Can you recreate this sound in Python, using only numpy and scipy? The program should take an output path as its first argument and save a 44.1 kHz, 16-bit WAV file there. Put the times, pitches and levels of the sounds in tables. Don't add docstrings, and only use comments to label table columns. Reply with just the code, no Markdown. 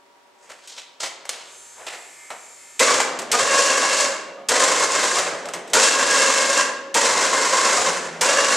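import sys
import numpy as np
from scipy import signal
from scipy.fft import rfft, irfft, next_fast_len
from scipy.io import wavfile
from scipy.ndimage import uniform_filter1d, map_coordinates

SR = 44100
rng = np.random.default_rng(int(sys.argv[2]) if len(sys.argv) > 2 else 0)


def master_out(mix):
    frames = np.transpose(np.atleast_2d(mix))
    ceiling = np.clip(frames, -1, 1)
    pcm = np.round(ceiling * 32767).astype(np.int16)
    wavfile.write(sys.argv[1], SR, pcm)


N = 377496
TIME = np.arange(N) / SR

# [start t/s, powered t/s, brush hiss level/dB, gear growl level/dB,
# full tooth rate f/Hz, spin-up t/s, coasting fade of the hiss (dB/s)]
MOTOR_RUNS = [(2.797, .15, -18, -18.5, 580, .05, 140), (3.32, 0.72, -20, -21, 548, .06, 141),
              (4.49, 0.69, -20, -20, 533, 0.067, 107), (5.736, 0.87, -19, -20.5, 540, .06, 191),
              (6.945, 0.92, -20.5, -20, 528, .055, 84), (8.212, 0.55, -19.5, -20, 553, .055, 150)]
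# [multiple, lifting level/dB, lowering level/dB]
TOOTH_OVERTONES = [(.5, -19.5, -23.5), (1, -7, -8), (2, -4, -3), (3, -5, -15), (4, -14.5, -12.5),
                   (5, -10, -22), (6, -18, -20.5), (7, -19, -33), (8, -18, -24), (10, -17, -23)]
# [f/Hz, level/dB per Hz]
GEARBOX_SPECTRUM = [(15, -65), (25, -72), (134, -43), (248, -12.5), (341, -8.5), (532, 2), (763, -5.5),
                    (1070, 1), (1270, -3), (1640, -0.5), (4000, -22), (5200, -65), (8800, -120)]
# [f/Hz, level/dB per Hz]
BRUSH_SPECTRUM = [(1180, -25.5), (2000, -4), (2160, -4.5), (2420, -6.5), (2630, -2), (2870, -4.5),
                  (3440, -4.5), (7460, 1), (10800, -18.5), (15600, -47.5)]
# [f/Hz, level/dB per Hz]
REST_SPECTRUM = [(71, -55), (120, -22), (166, -13), (311, -11.5), (361, -6), (678, -3.5), (1150, -16.5),
                 (1660, -15.5), (4000, -24), (5200, -56), (8800, -120)]
# [t/s, depth/dB]
MOTOR_DIPS = [(4.883, 11.7), (7.849, 7)]
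# [t/s, level/dB]
BLADE_JOLTS = [(2.828, -32), (3.335, -12.5), (4.375, -33), (4.507, -19.5), (5.165, -14.5), (5.775, -22),
               (7.77, -14.5), (8.228, -23)]
# [f/Hz, level/dB, t60/s, rise t/s]
BLADE_MODES = [(434, -4.5, 0.74, 0.0074), (701, 5.5, 0.31, 0.0071), (760, 2, 0.35, 0.008),
               (980, -7, 0.11, 0.0048), (1225, 12, 0.14, 0.0067)]
# [t/s, level/dB]
BLADE_ROCKS = [(3.05, -50), (5.2, -42), (5.45, -47), (7.85, -37), (8.1, -37)]
# [t/s, peak level/dB, thump/dB over that level]
SOLENOID_CLACKS = [(2.7934, -6, -23), (3.3157, -6.5, -34), (4.4862, -7, -21), (5.7333, -5, -6.5),
                   (6.9425, -8.5, -15), (8.2101, -7, -9)]
# [t/s, peak level/dB, thump/dB over that level, t60/s]
SMALL_CLICKS = [(0.4979, -47, 6, 0.063), (0.674, -30.5, -25.5, 0.13), (1.032, -21, -3, 0.06),
                (1.042, -26, -4, 0.06), (1.0628, -27, -1, 0.071), (1.951, -36, -6, 0.04),
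                (1.253, -31, 2, 0.085), (1.292, -12, -11, 0.055), (1.866, -28.5, -3, 0.068),
                (2.3035, -29, 6, 0.13), (3.0018, -14.5, 5.5, 0.12), (3.189, -19, -2, 0.09),
                (3.2194, -32, -29, 0.095), (5.1861, -15, 7, 0.081), (5.4554, -27, 4, 0.062),
                (5.4864, -26, 4.5, 0.078), (5.5357, -20, 2.5, 0.12), (5.676, -34, -2, 0.0988),
                (5.6994, -36, 1, 0.13)]
# [f/Hz, level/dB per Hz]
BRIGHT_SPECTRUM = [(700, -39.5), (1500, -3), (2200, 1.5), (3300, 2), (5000, 2.5), (7800, 5.5), (10000, -6),
                   (14000, -18.5), (16000, -51)]
# [f/Hz, level/dB per Hz]
THUMP_SPECTRUM = [(120, -28), (300, -15.5), (550, -2.5), (1100, -6), (2000, -9), (4000, -23), (8000, -59)]
# [peak t/s, rustle level/dB, low rub level/dB, brightest f/Hz, rise t/s, t60/s]
HAND_STROKES = [(.45, -50, -48, 7000, .08, 0.15), (.505, -39, -40, 1750, 0.031, 0.38),
                (.72, -35.5, -48, 4100, 0.08, 0.31), (.785, -34, -41.5, 3000, 0.022, 0.15),
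                (1.004, -23, -32, 5200, 0.0034, 0.2), (1.035, -31, -29, 2980, 0.018, 0.17),
                (1.06, -30.5, -39, 1800, 0.023, 0.16), (1.31, -32.5, -35.5, 3000, 0.026, 0.73),
                (1.8, -55, -39, 800, 0.042, 0.83), (1.87, -29, -35.5, 2200, 0.0045, 0.33),
                (1.93, -40, -40, 1500, .03, 0.25), (2.306, -46, -27.5, 1200, .004, 0.24)]
# [from t/s, whistle base f/Hz, level/dB at 2x base, level/dB at 3x base,
# buzz level/dB, narrow band f/Hz]
PUMP_NOTES = [(1.3, 3175, -54, -59, -77, 7430), (1.87, 3140, -74, -69, -57, 7670),
              (2.08, 3167, -60, -70, -57, 7830), (2.36, 3180, -59, -63, -60, 7300)]
# [f/Hz, level/dB per Hz]
WHIRR_SPECTRUM = [(710, -51.5), (1200, -9), (2170, -14), (2690, -14), (3670, -11.5), (5820, -10),
                  (7300, -1), (12900, -25), (14700, -35.5), (15600, -73)]
BUZZ_MULTIPLES = [34, 35, 36, 39, 41, 42, 44, 45, 47, 50, 51]
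BUZZ_LEVELS = [-13, -12, -11, -10, -2, -1, 0, -6, -8, -9, -9]
# [t/s, level/dB]
FRAME_THUDS = [(2.787, -54), (2.936, -47), (3.322, -52), (3.409, -48), (3.561, -53), (4.018, -51),
               (4.492, -49), (4.811, -52), (4.91, -55), (5.174, -49), (5.74, -49), (6.036, -53),
               (6.94, -52), (7.115, -55), (7.275, -52), (7.779, -46), (8.204, -50)]
# [f/Hz, level/dB per Hz]
SHUDDER_SPECTRUM = [(15, -15), (30, -2), (60, -3), (130, 6), (200, -34)]
# [f/Hz, t60/s]
GARAGE_DECAY = [(200, 2.9), (600, 0.97), (2000, 0.89), (6000, 0.6), (12000, 0.27)]
# [f/Hz, left-right likeness]
PORT_LIKENESS = [(60, 0.9), (250, 1), (1000, 0.93), (5000, 0.91), (7000, 0.92), (9000, 0.146),
                 (11500, 0.16), (15000, 0.86)]
# [f/Hz, level/dB per Hz]
FLOOR_SPECTRUM = [(15, -84), (25, -50), (254, -22.5), (275, -16), (323, -25), (380, -12), (435, -18),
                  (585, -19), (786, -13.5), (950, -18), (1030, -18), (7770, -33.5), (15600, -49)]
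# [f/Hz, level/dB]
FAINT_TONES = [(382.2, -71.5), (576.0, -65.5), (931.3, -63.5), (958.2, -61.5), (1147, -68)]

TEETH = 21
START_SHARE, COAST_LOSS = .83, .05
SPIN_SHAPE = 1.1, 2.2
SURGE_DB, SURGE_S = 2.5, 0.16
BITE_S, DIP_S = .025, 0.018
GROWL_FADE_SHARE = 0.68
REST_DB = -36, -46.5
SUSTAIN_HZ, SUSTAIN_WIDTH_HZ, SUSTAIN_DB = 549, 0.75, -12
STROKE_RISE_DB, BRIGHT_DB, BRIGHT_OCTAVES = 17, 11.5, 1
PUMP_TURN_HZ, PUMP_HUM_HZ, PUMP_HUM_DB = 50, 95, -75
WHIRR_DB, BAND_DB = -47, -54
PUMP_GLIDE_S, PUMP_UP_S, PUMP_OFF_S = .1, 0.24, 2.8
PUMP_FADE_DB = 55
THUD_T60, THUD_RISE_S, THUD_SIDE = .2, .01, .2
ROOM_LOW_HZ = 150
FLOOR_DB = -55.5
TOP_LEVEL, TOP_HZ = .85, 15800


def winch():
    hiss, growl, speed, lifting, age = motor()
    teeth = np.cumsum(speed * (1 + 0.004012 * wobble(8) + 0.00612 * wobble(40))) / SR
    turns = teeth / TEETH
    growl = growl * (1 - np.exp(-age / 0.0099))
    throb_db = 1.47 * np.cos(2 * np.pi * turns) + 0.96 * np.cos(4 * np.pi * turns + 1)
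    chatter_db = 2.72 * wobble(35)
    grit = amp(1.2 * wobble(400))

    whine = tooth_whine(teeth, turns, growl, lifting, chatter_db)
    rumble = amp(-2.0 + throb_db + 0.63 * chatter_db) * unit(grit * noise(GEARBOX_SPECTRUM))
    rest = amp(np.array(REST_DB)[lifting] + 3.0 * wobble(30)) * (age > 0) * noise(REST_SPECTRUM)
    brush_db = throb_db + .5 * chatter_db + 1.16 * wobble(14)
    brushes = hiss * amp(brush_db) * unit(grit * noise(BRUSH_SPECTRUM))
    gears = growl * (whine + rumble) + rest
    return amp(-1.5) * (gears + sustained_mode(growl, lifting, age) + brushes)


def motor():
    rows = np.array(MOTOR_RUNS)
    run = np.clip(np.searchsorted(rows[:, 0], TIME) - 1, 0, None)
    start, powered, hiss_db, growl_db, full, spin_up, fade = rows[run].T
    lifting = run % 2
    age = np.maximum(TIME - start, 0)
    coast = np.maximum(age - powered, 0)

    dip_db = sum(db * np.exp(-((TIME - s) / DIP_S) ** 2) for s, db in MOTOR_DIPS)
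    effort_db = SURGE_DB * np.exp(-age / SURGE_S) - dip_db
    hiss = amp(hiss_db + effort_db - fade * coast) * (1 - np.exp(-age / BITE_S))
    growl = amp(growl_db + effort_db - GROWL_FADE_SHARE * fade * coast) * (age > 0)
    lag = np.exp(-(age / spin_up) ** np.array(SPIN_SHAPE)[lifting])
    speed = full * (1 - (1 - START_SHARE) * lag) * (1 - COAST_LOSS * coast)
    return hiss, growl, speed, lifting, age


def tooth_whine(teeth, turns, growl, lifting, chatter_db):
    whine = np.zeros(N)
    for k, up_db, down_db in TOOTH_OVERTONES:
        flutter = wobble(90) + 1j * wobble(90) + .5 * (wobble(200) + 1j * wobble(200))
        uneven = 0.6 + 0.6 * per_turn(turns, count=3) + .5 * flutter
        level = amp(np.where(lifting, up_db, down_db) + chatter_db + 1.55 * wobble(30))
        whine += level * np.real(uneven * np.exp(2j * np.pi * k * teeth))
    return whine * np.clip(growl / amp(-23.5), 0, 1) ** 2.6


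def per_turn(turns, count):
    orders = np.arange(-count, count + 1)
    sizes = rng.standard_normal(len(orders)) + 1j * rng.standard_normal(len(orders))
    sizes = sizes / (1 + np.abs(orders) / 5.5)
    grid = np.arange(256) / 256
    shape = unit(np.exp(2j * np.pi * np.outer(grid, orders)) @ sizes)
    return shape[(turns % 1 * 256).astype(int)]


def sustained_mode(growl, lifting, age):
    stored = filtered(growl * lifting, lambda hz: 1 / (1 + 1j * hz / SUSTAIN_WIDTH_HZ))
    level = amp(SUSTAIN_DB + 2.4 * wobble(21)) * stored * (age > 0)
    return level * np.sin(2 * np.pi * SUSTAIN_HZ * TIME)


def blade():
    ring = np.zeros(N)
    for s, db in BLADE_JOLTS:
        for hz, level, t60, rise in BLADE_MODES:
            gain = amp(db - 12.5 + level + rng.normal(0, 2.7))
            ring += gain * fading([(s, 0)], t60, rise) * np.sin(2 * np.pi * hz * (TIME - s))
    return ring


def rocking():
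    cycle = 2 * np.pi * np.cumsum(172 + 5 * wobble(14)) / SR
    return fading(BLADE_ROCKS, 0.88, 0.029) * amp(3 * wobble(25)) * np.sin(cycle)


def solenoid():
    return knocks(SOLENOID_CLACKS, 0.13, snap_db=2)


def small_clicks():
    return knocks(SMALL_CLICKS, [row[3] for row in SMALL_CLICKS], snap_db=11.5)


def knocks(rows, t60, snap_db):
    bright = [(s, db) for s, db, *_ in rows]
    low = [(s, db + thump_db) for s, db, thump_db, *_ in rows]

    def shape(events):
        return fading(events, t60) + amp(snap_db) * fading(events, 0.0062)

    sound = shape(bright) * noise(BRIGHT_SPECTRUM) + shape(low) * noise(THUMP_SPECTRUM)
    return amp(-5.5) * filtered(sound, lambda hz: (1j * hz / (300 + 1j * hz)) ** 2)


def hands():
    grain = amp(1.8 * wobble(150) + 0.82 * wobble(33.6))
    rustle = unit(grain * noise(BRIGHT_SPECTRUM))
    rub = unit(grain * noise(THUMP_SPECTRUM))
    sound = np.zeros(N)
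    hz = np.fft.rfftfreq(SR, 1 / SR)
    for s, rustle_db, rub_db, bright_hz, rise, t60 in HAND_STROKES:
        first = round(s * SR) - SR // 4
        span = slice(first, first + SR)
        t = TIME[span] - s
        octaves = np.log2((hz + 1) / bright_hz)
        bump = amp(BRIGHT_DB * np.exp(-(octaves / BRIGHT_OCTAVES) ** 2))
        cloth = unit(irfft(rfft(rustle[span]) * bump, SR))
        swell = amp(np.where(t < 0, STROKE_RISE_DB * t / rise, -60 * t / t60))
        sound[span] += swell * (amp(rustle_db) * cloth + amp(rub_db) * rub[span])
    return amp(-3.0) * sound


def pump():
    starts, *notes = np.transpose(PUMP_NOTES)
    stage = np.clip(np.searchsorted(starts, TIME) - 1, 0, None)
    glide = uniform_filter1d(np.array(notes)[:, stage], round(PUMP_GLIDE_S * SR))
    whistle_hz, low_db, high_db, buzz_db, band_hz = glide
    run_up = np.clip((TIME - starts[0]) / PUMP_UP_S, 0, 1) ** 2
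    running = run_up * amp(-PUMP_FADE_DB * np.maximum(TIME - PUMP_OFF_S, 0))

    repeat = np.resize(rng.standard_normal(SR // PUMP_TURN_HZ), N)
    whirr = amp(WHIRR_DB) * coloured(.5 * repeat + 0.34 * rng.standard_normal(N), WHIRR_SPECTRUM)
    cycle = 2 * np.pi * np.cumsum(whistle_hz * (1 + 0.00062 * wobble(30.36))) / SR
    whistle = amp(low_db) * np.sin(2 * cycle) + amp(high_db) * np.sin(3 * cycle)
    buzz = np.zeros(N)
    for k, db in zip(BUZZ_MULTIPLES, BUZZ_LEVELS):
        phase = 2 * np.pi * k * PUMP_TURN_HZ * TIME + rng.uniform(0, 2 * np.pi)
        buzz += amp(buzz_db + db + 2.5 * wobble(13)) * np.sin(phase)
    band = amp(BAND_DB) * unit(wobble(900) * np.sin(2 * np.pi * np.cumsum(band_hz) / SR))
    hum = amp(PUMP_HUM_DB + 3 * wobble(7)) * np.sin(2 * np.pi * PUMP_HUM_HZ * TIME + 2.2 * wobble(20))
    tonal = amp(3.0 + 0.87 * wobble(20)) * (whistle + buzz)
    return running * (whirr + hum + band + tonal)


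def thuds():
    mid, side = noise(SHUDDER_SPECTRUM), THUD_SIDE * noise(SHUDDER_SPECTRUM)
    envelope = fading(FRAME_THUDS, THUD_T60, THUD_RISE_S)
    return amp(4.5) * envelope * np.array([mid + side, mid - side])


def garage(x):
    hop = SR // 5
    window = np.hanning(2 * hop)
    wet = np.zeros((2, N + 3 * hop + SR))
    x = np.pad(x, (hop, 2 * hop))
    for start in range(0, N + hop, hop):
        hz, t, z = signal.stft(rng.standard_normal((2, SR - 2 * hop)), SR, nperseg=256)
        decay = amp(-60 * t / along(GARAGE_DECAY, hz)[:, None])
        tail = signal.istft(z * decay, SR, nperseg=256)[1]
        piece = x[start:start + 2 * hop] * window
        echo = signal.fftconvolve(piece[None], tail / np.linalg.norm(tail[0]), axes=1)
        wet[:, start:start + echo.shape[1]] += echo
    wet = wet[:, hop - 300:][:, :N]
    mid, side = filtered(wet, lambda hz: (1j * hz / (ROOM_LOW_HZ + 1j * hz)) ** 2)

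    def width(hz):
        return 1.92 * np.tan(np.arccos(np.clip(along(PORT_LIKENESS, hz), 0, 1)) / 2)

    side = filtered(side, width)
    return np.array([mid + side, mid - side])


def floor():
    tones = np.zeros(N)
    for hz, db in FAINT_TONES:
        tones += amp(db + 0.5 + 2.4 * wobble(19)) * np.sin(2 * np.pi * hz * TIME + 0.41 * wobble(7.3))
    mid, side = noise(FLOOR_SPECTRUM), 0.83 * noise(FLOOR_SPECTRUM)
    return tones + amp(FLOOR_DB - 2.5) * np.array([mid + side, mid - side])


def amp(db):
    return 10 ** (np.asarray(db) / 20)


def unit(x):
    return x / np.sqrt(np.mean(np.abs(x) ** 2) + 1e-20)


def along(points, hz):
    f, v = np.transpose(points)
    return np.interp(np.log(hz + 1), np.log(f + 1), v)


def wobble(rate):
    return map_coordinates(rng.standard_normal(int(N * rate / SR) + 4), [TIME * rate])


def filtered(x, response):
    m = next_fast_len(N + SR // 2)
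    return irfft(rfft(x, m) * response(np.fft.rfftfreq(m, 1 / SR)), m)[..., :N]


def coloured(x, spectrum):
    return unit(filtered(x, lambda hz: amp(along(spectrum, hz))))


def noise(spectrum):
    return coloured(rng.standard_normal(N), spectrum)


def fading(events, t60, rise=0.0013):
    envelope = np.zeros(N)
    for (s, db), t in zip(events, np.broadcast_to(t60, len(events))):
        since = np.maximum(TIME - s, 0)
        envelope += amp(db - 60 * since / t) * (1 - np.exp(-since / rise))
    return envelope


def scene():
    near = winch() + blade() + rocking() + solenoid() + small_clicks() + hands() + pump()
    return amp(-1.0) * near + amp(-7.5) * garage(near) + thuds() + floor()


def record(dry):
    soft = dry / (1 + np.abs(dry / TOP_LEVEL) ** 4) ** (1 / 4)
    return filtered(soft, lambda hz: hz < TOP_HZ)


dry = scene()
out = record(dry)
master_out(out)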